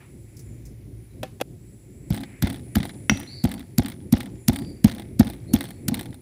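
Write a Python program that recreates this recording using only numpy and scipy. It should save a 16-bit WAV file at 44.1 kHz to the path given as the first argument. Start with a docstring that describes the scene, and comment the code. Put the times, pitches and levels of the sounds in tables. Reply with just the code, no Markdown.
"""A stone pestle pounds shallots, garlic and coarse salt in a stone mortar on a plank bench outdoors.
Each blow cracks salt (shaped noise), thuds the plank (force pulses into damped modes) and sets loose things
ticking (short noise bursts); one blow rings bare stone. Before that salt is spooned in and a nut is dropped
(modes and noise). Insects trill (noise bands), a bird calls hoarsely (gliding sine), a far rumble lies below."""
import sys
import numpy as np
from scipy import signal
from scipy.fft import rfft, irfft
from scipy.io import wavfile

SR = 44100
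rng = np.random.default_rng(int(sys.argv[2]) if len(sys.argv) > 2 else 0)


def store_pcm(level_fs):
    """Save levels as 16-bit WAV."""
    pcm = np.round(np.clip(level_fs, -1, 1) * 32767).astype(np.int16)
    wavfile.write(sys.argv[1], SR, np.atleast_2d(pcm).T)


def rack_gain(trim_db):
    """Turn a fader trim in dB into the linear factor to multiply a signal by."""
    fader = np.asarray(trim_db, float)
    return 10 ** (fader / 20)


N = 273861

# pestle on salt: t/s, crunch level/dB, lower crunch level/dB, plank thud level/dB, contact/ms
BLOWS = [(2.1045, -31, -58, 10, 7.8), (2.4234, -19, -24.5, 9, 8.3), (2.7552, -14, -16, -6.4, 4.7),
         (3.0965, -45, -7, -6.5, 4.2), (3.4393, -23, -33, 7.5, 6.67), (3.7821, -18, -26, 10, 6.82),
         (4.1259, -16.5, -28, 8, 5.7), (4.4831, -7, -21, 9.5, 6.6), (4.844, -16, -27, 14.5, 6.23),
         (5.1958, -14.5, -28.5, 9.5, 5.36), (5.536, -16.5, -30, 2, 4.45), (5.883, -15, -25, 0, 6.43)]
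# plank springs back under the mortar: t/s, push level/dB, rap of the foot level/dB
REBOUNDS = [(2.1115, -3.5, -55), (2.4314, 5.5, -29), (2.763, 7, -21.5), (3.1043, -1, -35),
            (3.4466, 2.5, -20), (3.7895, 1.8, -19.5), (4.1333, 4.6, -22), (4.4907, 3, -18.5),
            (4.8526, 5.6, -25), (5.2033, 8, -15), (5.5431, 3, -24.5), (5.891, -15, -31)]
RAP_DELAY_S = 0.00398  # the rap comes late in the push


def rms_one(x):
    """Scales to rms 1."""
    return x / np.sqrt(np.mean(x ** 2) + 1e-20)


def in_time(rows):
    """Interpolates curve columns to one value per sample."""
    s, *columns = np.transpose(rows)
    return [np.interp(np.arange(N) / SR, s, c) for c in columns]


def clicks(seconds, sizes):
    """One spike per event."""
    out = np.full(N, 1e-18)
    np.add.at(out, np.round(np.asarray(seconds) * SR).astype(int), sizes)
    return out


def ring(force, hz, t60_s):
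    """Damped resonator: a unit click starts a decaying sine of height 1."""
    r, w = rack_gain(-60 / (t60_s * SR)), 2 * np.pi * hz / SR
    return signal.lfilter([0, np.sin(w)], [1, -2 * r * np.cos(w), r * r], force)


def fading(x, decay_ms):
    """Each spike becomes a step of its height that decays exponentially."""
    return signal.lfilter([1], [1, -np.exp(-1000 / (decay_ms * SR))], x)


def bursts(seconds, levels_db, rise_ms, fall_ms):
    """Two decays in series: envelopes swell and die, nearing their level if the rise is much the shorter."""
    onsets = clicks(seconds, rack_gain(levels_db) * 1000 / (rise_ms * SR))
    return fading(fading(onsets, rise_ms), fall_ms)


def drift(rate_hz):
    """Slow random signal, spread 1: noise through two equal low-pass poles, at SR / 40."""
    r = np.exp(-80 * np.pi * rate_hz / SR)
    noise = rng.standard_normal(N // 40 + 2002)
    slow = signal.lfilter([1], [1, -2 * r, r * r], noise)[2000:]
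    return np.interp(np.arange(N) / 40, np.arange(len(slow)), rms_one(slow))


def coloured(spectrum):
    """Noise of rms 1 with the given spectral shape, interpolated over log frequency."""
    hz = np.fft.rfftfreq(N, 1 / SR) + 1
    point_hz, point_db = np.transpose(spectrum)
    gain = rack_gain(np.interp(np.log(hz), np.log(point_hz), point_db))
    return rms_one(irfft(rfft(rng.standard_normal(N)) * gain, N))


def band(hz, width_hz):
    """Noise twice through one resonance, rms 1."""
    t60_s = np.log(1000) / (np.pi * width_hz)
    return rms_one(ring(ring(rng.standard_normal(N), hz, t60_s), hz, t60_s))


def pushes(seconds, levels_db, lengths_ms):
    """Smooth force pulses, unit area at 0 dB: a longer contact sounds duller."""
    out = np.full(N, 1e-18)
    for s, db, ms in np.broadcast(seconds, levels_db, lengths_ms):
        at, size = round(s * SR), max(round(ms * SR / 1000), 3)
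        out[at:at + size] += rack_gain(db) * np.hanning(size) * 2 / size
    return out


def struck(modes, seconds, levels_db, scatter_db, turn):
    """Contacts excite each mode with random strength, times turn per mode; negative turn alternates signs."""
    luck = rng.normal(0, 1, (len(seconds), len(modes)))
    out = 0
    for k, (hz, db, t60_s) in enumerate(modes):
        strengths = -turn ** k * rack_gain(levels_db + db + scatter_db * luck[:, k])
        out = out + ring(clicks(seconds, strengths), hz, t60_s)
    return out


def echoes(x, level_db, fade_s):
    """Scattered returns from trees and walls: convolution with decaying noise without bass."""
    t = np.arange(SR // 2) / SR
    returns = np.diff(rng.standard_normal(len(t)), prepend=0) * np.exp(-t / fade_s) * (t > .004)
    returns = signal.lfilter([.3], [1, -.7], returns)
    return rack_gain(level_db) * signal.fftconvolve(x, returns)[:N]


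def background():
    """Far rumble and hiss are shaped noise with drifting level; the far engine drone is two noise bands."""
    # level curves: t/s, mean rumble level/dB, drone level before band gains/dB
    level_curves = [(0.0, -47, -52), (0.45, -45, -41), (1.7, -46.5, -50), (2.4, -40.5, -53.5),
                    (3.1, -38.5, -60), (3.6, -43.5, -58), (5.2, -37.5, -49), (6.21, -42, -55)]
    # far rumble spectrum: f/Hz, relative density/dB
    rumble_spectrum = [(15, -42), (25, -2.5), (64, -6), (124, 1), (181, -7), (375, -9.5), (446, -21),
                       (531, -21.5), (1100, -52.5), (1430, -71), (2420, -120)]
    # drone: f/Hz, width/Hz, gain/dB
    drone_bands = [(57.4, 13, -2.5), (114.3, 21.6, -2.5)]
    # hiss spectrum: f/Hz, relative density/dB
    hiss_spectrum = [(400, -17), (700, -0.5), (1200, -9), (2500, -9.5), (4000, -10), (6000, -9.5),
                     (10000, -18), (12500, -9), (15300, -8.5), (16500, -43)]
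    rumble_db, drone_db = in_time(level_curves)
    drone = rack_gain(drone_db) * sum(rack_gain(db) * band(hz, width_hz) for hz, width_hz, db in drone_bands)
    rumble = rack_gain(rumble_db + 3.17 * drift(8.4)) * coloured(rumble_spectrum)
    hiss = rack_gain(-66.5 + 0.45 * drift(1.9)) * coloured(hiss_spectrum)
    return rumble + drone + hiss


def insects():
    """Each chorus is a noise band that swells slowly; the two of the pair take turns."""
    # mean levels: t/s, 10 kHz trill level/dB, 7.5 kHz pair level/dB, 2 kHz drone level/dB
    chorus_levels = [(0.0, -69.5, -74, -71), (0.47, -64, -68.5, -67.5), (0.81, -69, -84.5, -70),
                     (1.69, -65.5, -70, -77), (2.39, -62.5, -71, -55.5), (2.58, -61.5, -76, -67),
                     (2.9, -56.5, -69, -66.5), (3.3, -61.5, -67.5, -60.5), (3.86, -65.5, -78, -74),
                     (4.65, -61.5, -67.5, -67), (5.03, -64, -81, -62.5), (5.57, -58.5, -73, -68),
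                     (5.76, -64.5, -71, -65), (6.21, -64, -75, -69)]
    # choruses: f/Hz, width/Hz, level column/index
    chorus_bands = [(9950, 1150, 0), (7800, 500, 1), (7200, 400, 1), (2200, 750, 2)]
    levels_db, sway_db = in_time(chorus_levels), 2 * drift(1.0)
    out = 0
    for (hz, width_hz, column), turn_db in zip(chorus_bands, [0, sway_db, -sway_db, 0]):
        out = out + rack_gain(levels_db[column] + turn_db + 2.0 * drift(4.5)) * band(hz, width_hz)
    return out


def dying_rustle():
    """A rustle is just dying away at the outset: one shaped noise burst."""
    # rustle spectrum: f/Hz, relative density/dB
    rustle_spectrum = [(400, -10), (900, -2), (1500, -3), (2300, 1.5), (3200, -12), (6000, -25),
                       (16500, -50)]
    return bursts([0], -52, 6.7, 53) * coloured(rustle_spectrum)


def spooned_salt():
    """Fine grains slide off the spoon and patter on the bulbs: decaying bright noise, flickering in level."""
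    # slides: t/s, level before flicker/dB, decay constant/ms
    slides = [(0.368, -48.5, 15), (0.3926, -48, 15), (0.653, -50, 25)]
    level = sum(fading(clicks(s, rack_gain(db)), ms) for s, db, ms in slides)
    grains = coloured([(3000, -27), (5200, -2.5), (7000, -5), (12000, -9.5), (16000, -11)])
    return level * rack_gain(1.6 * drift(200)) * grains


def bird():
    """A hoarse whistle scoops up, sags, breaks off and trails away; fast chance chops and spreads it."""
    # calls: t/s, held/s, pitch before scoop and sag f/Hz, initial scoop depth/Hz, whistle level before chopping/dB
    calls = [(1.08, 0.07, 4000, 0, -70), (3.255, 0.17, 4694, 900, -41.5), (4.5, 0.22, 4860, 601, -54),
             (5.46, 0.22, 4600, 700, -56), (5.88, .15, 4270, -1.5, -59)]
    scoop_s, sag_hz_per_s = 0.036, 900
    attack_s, drop_db, release_db_per_s = 0.028, 18, 90
    rasp_offset_hz, rasp_db = 240, -10  # a rougher band just under the whistle
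    out = 0
    for start_s, held_s, top_hz, scoop_hz, db in calls:
        t = np.maximum(np.arange(N) / SR - start_s, 0)
        hz = top_hz - scoop_hz * np.exp(-t / scoop_s) - sag_hz_per_s * np.minimum(t, 1)
        hz = hz + 30 * drift(150)
        after = np.maximum(t - held_s, 0)
        level_db = db - drop_db * np.minimum(after / 0.026, 1) - release_db_per_s * after
        gate = np.minimum(t / attack_s, 1) ** 2 * np.clip(1 - after / .09, 0, 1)
        hoarse = .7 + .6 * drift(200)
        whistle = hoarse * np.sin(2 * np.pi * np.cumsum(hz) / SR)
        rasp = rack_gain(rasp_db) * drift(260) * np.sin(2 * np.pi * np.cumsum(hz - rasp_offset_hz) / SR)
        out = out + gate * rack_gain(level_db) * (whistle + rasp)
    return out + echoes(out, level_db=-26.0, fade_s=0.085)


def nut():
    """A nut falls into the bowl: hollow modes and a rustle of salt, cut off just after the last knock."""
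    # contacts: t/s, reference level/dB
    contacts = [(1.23, -20.5), (1.401, -33), (1.411, -15.5)]
    # bowl under a light nut: f/Hz, level/dB, t60/s
    bowl_modes = [(290, -6.5, 0.046), (508, -3.5, 0.083), (620, -2.5, 0.038), (770, -1.5, 0.092),
                  (965, -8, 0.034), (1050, -15, 0.038), (1460, -9, 0.015), (1730, -9, 0.081),
                  (2580, 0, 0.042), (3360, -1, 0.038), (4060, -16, .03)]
    # salt rustle spectrum: f/Hz, relative density/dB
    rustle_spectrum = [(530, -17), (900, -6), (1940, -10), (2660, -9.5), (6870, -20), (9900, -22),
                       (14600, -23), (16500, -45)]
    s, level_db = np.transpose(contacts)
    rustle = bursts(s, level_db - 5, 1.0, 3.16) + bursts(s, level_db - 28, 3, 43)
    rustle = rustle * coloured(rustle_spectrum)
    knock = struck(bowl_modes, s + 0.00099, level_db, scatter_db=2.0, turn=-0.84)
    cut_off = np.clip((1.4222 - np.arange(N) / SR) / .0006, 0, 1)
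    return (knock + rustle) * cut_off


def salt_under_pestle():
    """Crystals crack in a noise burst that swells for a few ms; grit keeps grinding while the pestle rests."""
    # crunch spectrum: f/Hz, relative density/dB
    crunch_spectrum = [(470, -32), (800, -9.5), (3520, -2), (4150, -0.5), (4830, 0.5), (8540, -2),
                       (12200, 2.5), (15500, -3), (16500, -38)]
    # grinding spectrum: f/Hz, relative density/dB
    grit_spectrum = [(290, -51.5), (500, 13.5), (742, -3), (1240, -7), (2100, -5.5), (4200, -8), (5500, -8),
                     (7000, -17), (8540, -48.5), (16500, -51)]
    s, crunch_db, lower_db, *_ = np.transpose(BLOWS)
    burst = bursts(s - .001, crunch_db, 1.1, 1.35) + bursts(s, crunch_db - 23, .6, 6)
    burst = burst + bursts(s - .005, crunch_db - 15.5, 3.0, 2.5)  # the first grains give way just ahead
    lower = bursts(s - .001, lower_db, 0.9, 2.03)
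    lower = lower * coloured([(600, -16.5), (1500, 16.5), (4000, -0.5), (6500, -22)])
    grinding = bursts(s, -46, 1.4, 81.5) * rack_gain(6 * drift(110))
    return burst * rack_gain(5.5 * drift(400)) * coloured(crunch_spectrum) + lower + grinding * coloured(grit_spectrum)


def landings():
    """Loose things hop, a little unevenly, after each blow; a timed landing replaces usual hops near it."""
    # individually timed landings, loud and faint: t/s, bright tick level/dB, dull clack level/dB, wooden knock level/dB
    timed = np.array([(2.13, -40, -54, -52), (2.1446, -25, -36, -36), (2.175, -41, -33.5, -32.5),
                      (2.234, -35.5, -34, -36), (2.445, -38, -44, -53), (2.4713, -24.5, -26.5, -27),
                      (2.5, -26.5, -30, -38), (2.543, -36, -38, -45), (2.783, -27, -36, -47),
                      (2.802, -42, -30.5, -50), (2.8296, -28.5, -28.5, -38), (2.8529, -27, -34, -29.5),
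                      (3.1465, -48, -46, -55), (3.2306, -38, -40.5, -43), (3.2623, -50, -44, -53),
                      (3.5155, -24, -36, -50), (3.5397, -27, -43, -45), (3.5778, -50, -43, -55),
                      (3.5945, -34.5, -48, -55), (3.6046, -48, -42, -57), (3.86, -29.5, -29, -46),
                      (3.9, -30, -46, -47), (4.2049, -26, -27, -50), (4.56, -21, -33, -38),
                      (4.8713, -31, -45, -36), (4.913, -37, -34.5, -50), (4.949, -31.5, -45, -50),
                      (4.9967, -31, -37.5, -33), (5.02, -39, -45, -44), (5.2998, -26, -38, -34),
                      (5.5618, -31, -51, -32), (5.6082, -21.5, -29.5, -32.5), (5.64, -26.5, -42, -39),
                      (5.6535, -33, -40, -48), (5.688, -35, -50, -55), (5.7058, -31, -43, -42),
                      (5.9431, -14.5, -33, -52), (5.97, -45, -36, -55), (5.9931, -24, -32, -53),
                      (6.0102, -25, -46, -33.5), (6.0301, -31, -48, -55), (6.057, -35, -40, -40.5),
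                      (6.1275, -54, -46, -49.5), (6.1434, -37, -50, -48)])
    # usual hops: t after the blow/s, bright tick level/dB, dull clack level/dB, wooden knock level/dB
    hops = np.array([(.051, -31, -54, -62), (.076, -34.5, -43, -69), (.103, -30, -41, -46),
                     (.137, -37, -39, -52)])
    jitter_s, scatter_db, reach_s = .002, 3, .014
    luck = rng.standard_normal((len(BLOWS), *hops.shape)) * [jitter_s, *[scatter_db] * 3]
    usual = hops + luck
    usual[:, :, 0] += np.array(BLOWS)[:, :1]
    usual = usual.reshape(-1, 4)
    free = np.abs(usual[:, :1] - timed[:, 0]).min(axis=1) > reach_s
    return np.vstack([timed, usual[free]]).T


def plank(tick_s, knock_db):
    """The blow drives the plank's modes, it rebounds a moment later, then bench and mortar shake to rest."""
    # mortar rocks and thumps the plank again: t/s, level/dB, contact/ms
    thumps = [(2.133, -9, 6.5), (2.8, 0, 7.3), (3.1165, 7.5, 7.2), (3.1277, -13.5, 5.2), (5.9169, -2, 5.8)]
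    # plank bending: f/Hz, signed share of the blow/1, of the rebound/1, t60/s
    bending_modes = [(65.8, .04, -.41, .027), (98, -.07, .095, .11), (174.7, -.37, -.975, .038),
                     (199.5, 2.05, 2.14, .022), (273.7, -1.72, -.66, .053)]
    # wooden raps: f/Hz, level/dB, t60/s
    wood_modes = [(347, 1.5, 0.052), (527, -5.5, 0.019), (707, 3.5, 0.023), (813, -3, 0.052),
                  (1070, -22, .03)]
    s, *_, thud_db, contact_ms = np.transpose(BLOWS)
    back_s, push_db, rap_db = np.transpose(REBOUNDS)
    thump_s, thump_db, thump_ms = np.transpose(thumps)
    # the plank is loaded 1.6 ms before the blow time
    blow = pushes(s - 0.0016, thud_db, contact_ms) + pushes(thump_s, thump_db, thump_ms)
    rebound = pushes(back_s, push_db, 5.5)
    shaking = bursts(s + 0.022, -31.5, 19, 69) * rack_gain(3.6 * drift(19)) * rng.standard_normal((2, N))
    rebound = rebound + 0.21 * shaking[0]
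    bending = sum(ring(a * blow + b * rebound, hz, t60_s) for hz, a, b, t60_s in bending_modes)
    raps = pushes(s, -33, 1.12) + pushes(back_s + RAP_DELAY_S, rap_db, 1.2)
    raps = raps + pushes(tick_s, knock_db, 1.0) + pushes(thump_s, thump_db - 33, 0.82)
    raps = raps + 0.018 * shaking[1]
    return bending + sum(ring(rack_gain(db) * raps, hz, t60_s) for hz, db, t60_s in wood_modes)


def rattle(tick_s, tick_db, clack_db):
    """Short noise bursts: each landing's tick rebounds once, weaker; faint random contacts do not."""
    # bright tick spectrum: f/Hz, relative density/dB
    tick_spectrum = [(1200, -8), (2100, -5), (2900, -9), (3900, -2), (5200, -15), (7200, -20), (8600, 0),
                     (10500, -7), (12800, -11), (14900, -4), (16500, -20)]
    # dull clack spectrum: f/Hz, relative density/dB
    clack_spectrum = [(800, -17), (1700, -2.5), (2100, 1), (2700, -14), (3500, -0.5), (4300, -9.5),
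                      (6000, -19), (16500, -49)]
    back_s, _, rap_db = np.transpose(REBOUNDS)
    ticks = bursts(tick_s - .0005, tick_db, 1.0, 1.32)
    ticks = ticks + bursts(tick_s + .008, tick_db - 12.5, .3, 1.1)
    clacks = bursts(tick_s, clack_db, 1.0, 4.53)
    clacks = clacks + bursts(back_s + RAP_DELAY_S, rap_db - 7.5, 0.56, 2.98)
    # fainter random contacts, 35 ticks and 90 clacks per s, loud only while the bench shakes
    lively = bursts(np.array(BLOWS)[:, 0] + 0.0026, 0, 4.6, 67)
    contacts = rng.random((2, N)) < [[35 / SR], [90 / SR]]
    faint = contacts * rack_gain(5 * rng.standard_normal((2, N))) * lively
    ticks = ticks + fading(faint[0] * rack_gain(-32.5), 1.0)
    clacks = clacks + fading(faint[1] * rack_gain(-36.5), 1.96)
    return ticks * coloured(tick_spectrum) + clacks * coloured(clack_spectrum)


def stone():
    """Once the pestle meets bare stone and both ring in damped modes."""
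    # pestle and mortar: f/Hz, level/dB, t60/s
    stone_modes = [(1460, -7.5, 0.025), (2150, 8, 0.011), (2560, 0, 0.018), (3060, 7.5, 0.0032),
                   (4600, 3, 0.0055), (5760, 3, 0.03), (5850, -26, 0.5), (5640, -28, .35),
                   (2620, -22, 0.28), (2750, -24, 0.31), (5950, -4, .015)]
    return struck(stone_modes, [3.0968], -12, scatter_db=1.5, turn=0.97)


def scene():
    """Bench, mortar and bowl close by; insects, bird and rumble around."""
    tick_s, tick_db, clack_db, knock_db = landings()
    struck_stone = stone()
    grit = salt_under_pestle() + rattle(tick_s, tick_db, clack_db) + dying_rustle()
    yard = echoes(struck_stone + .15 * grit, level_db=-35, fade_s=.055)
    bench = plank(tick_s, knock_db) + struck_stone + grit + yard
    return (bench + nut() + spooned_salt() + background() + insects() + bird())[None]


def low_pass(x):
    """Removes everything above the highest recorded frequency."""
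    return signal.sosfilt(signal.butter(12, 16800, fs=SR, output="sos"), x)


def record(dry):
    """The microphone loses and delays the deepest bass, clips the highest peaks and cuts the very top."""
    heard = signal.sosfilt(signal.butter(4, 52.5, "high", fs=SR, output="sos"), dry)
    heard = np.clip(heard, -.96, .96)
    heard = signal.sosfilt(signal.cheby2(10, 60, 16900, fs=SR, output="sos"), heard)
    return low_pass(heard)


dry = scene()
out = record(dry)
store_pcm(out)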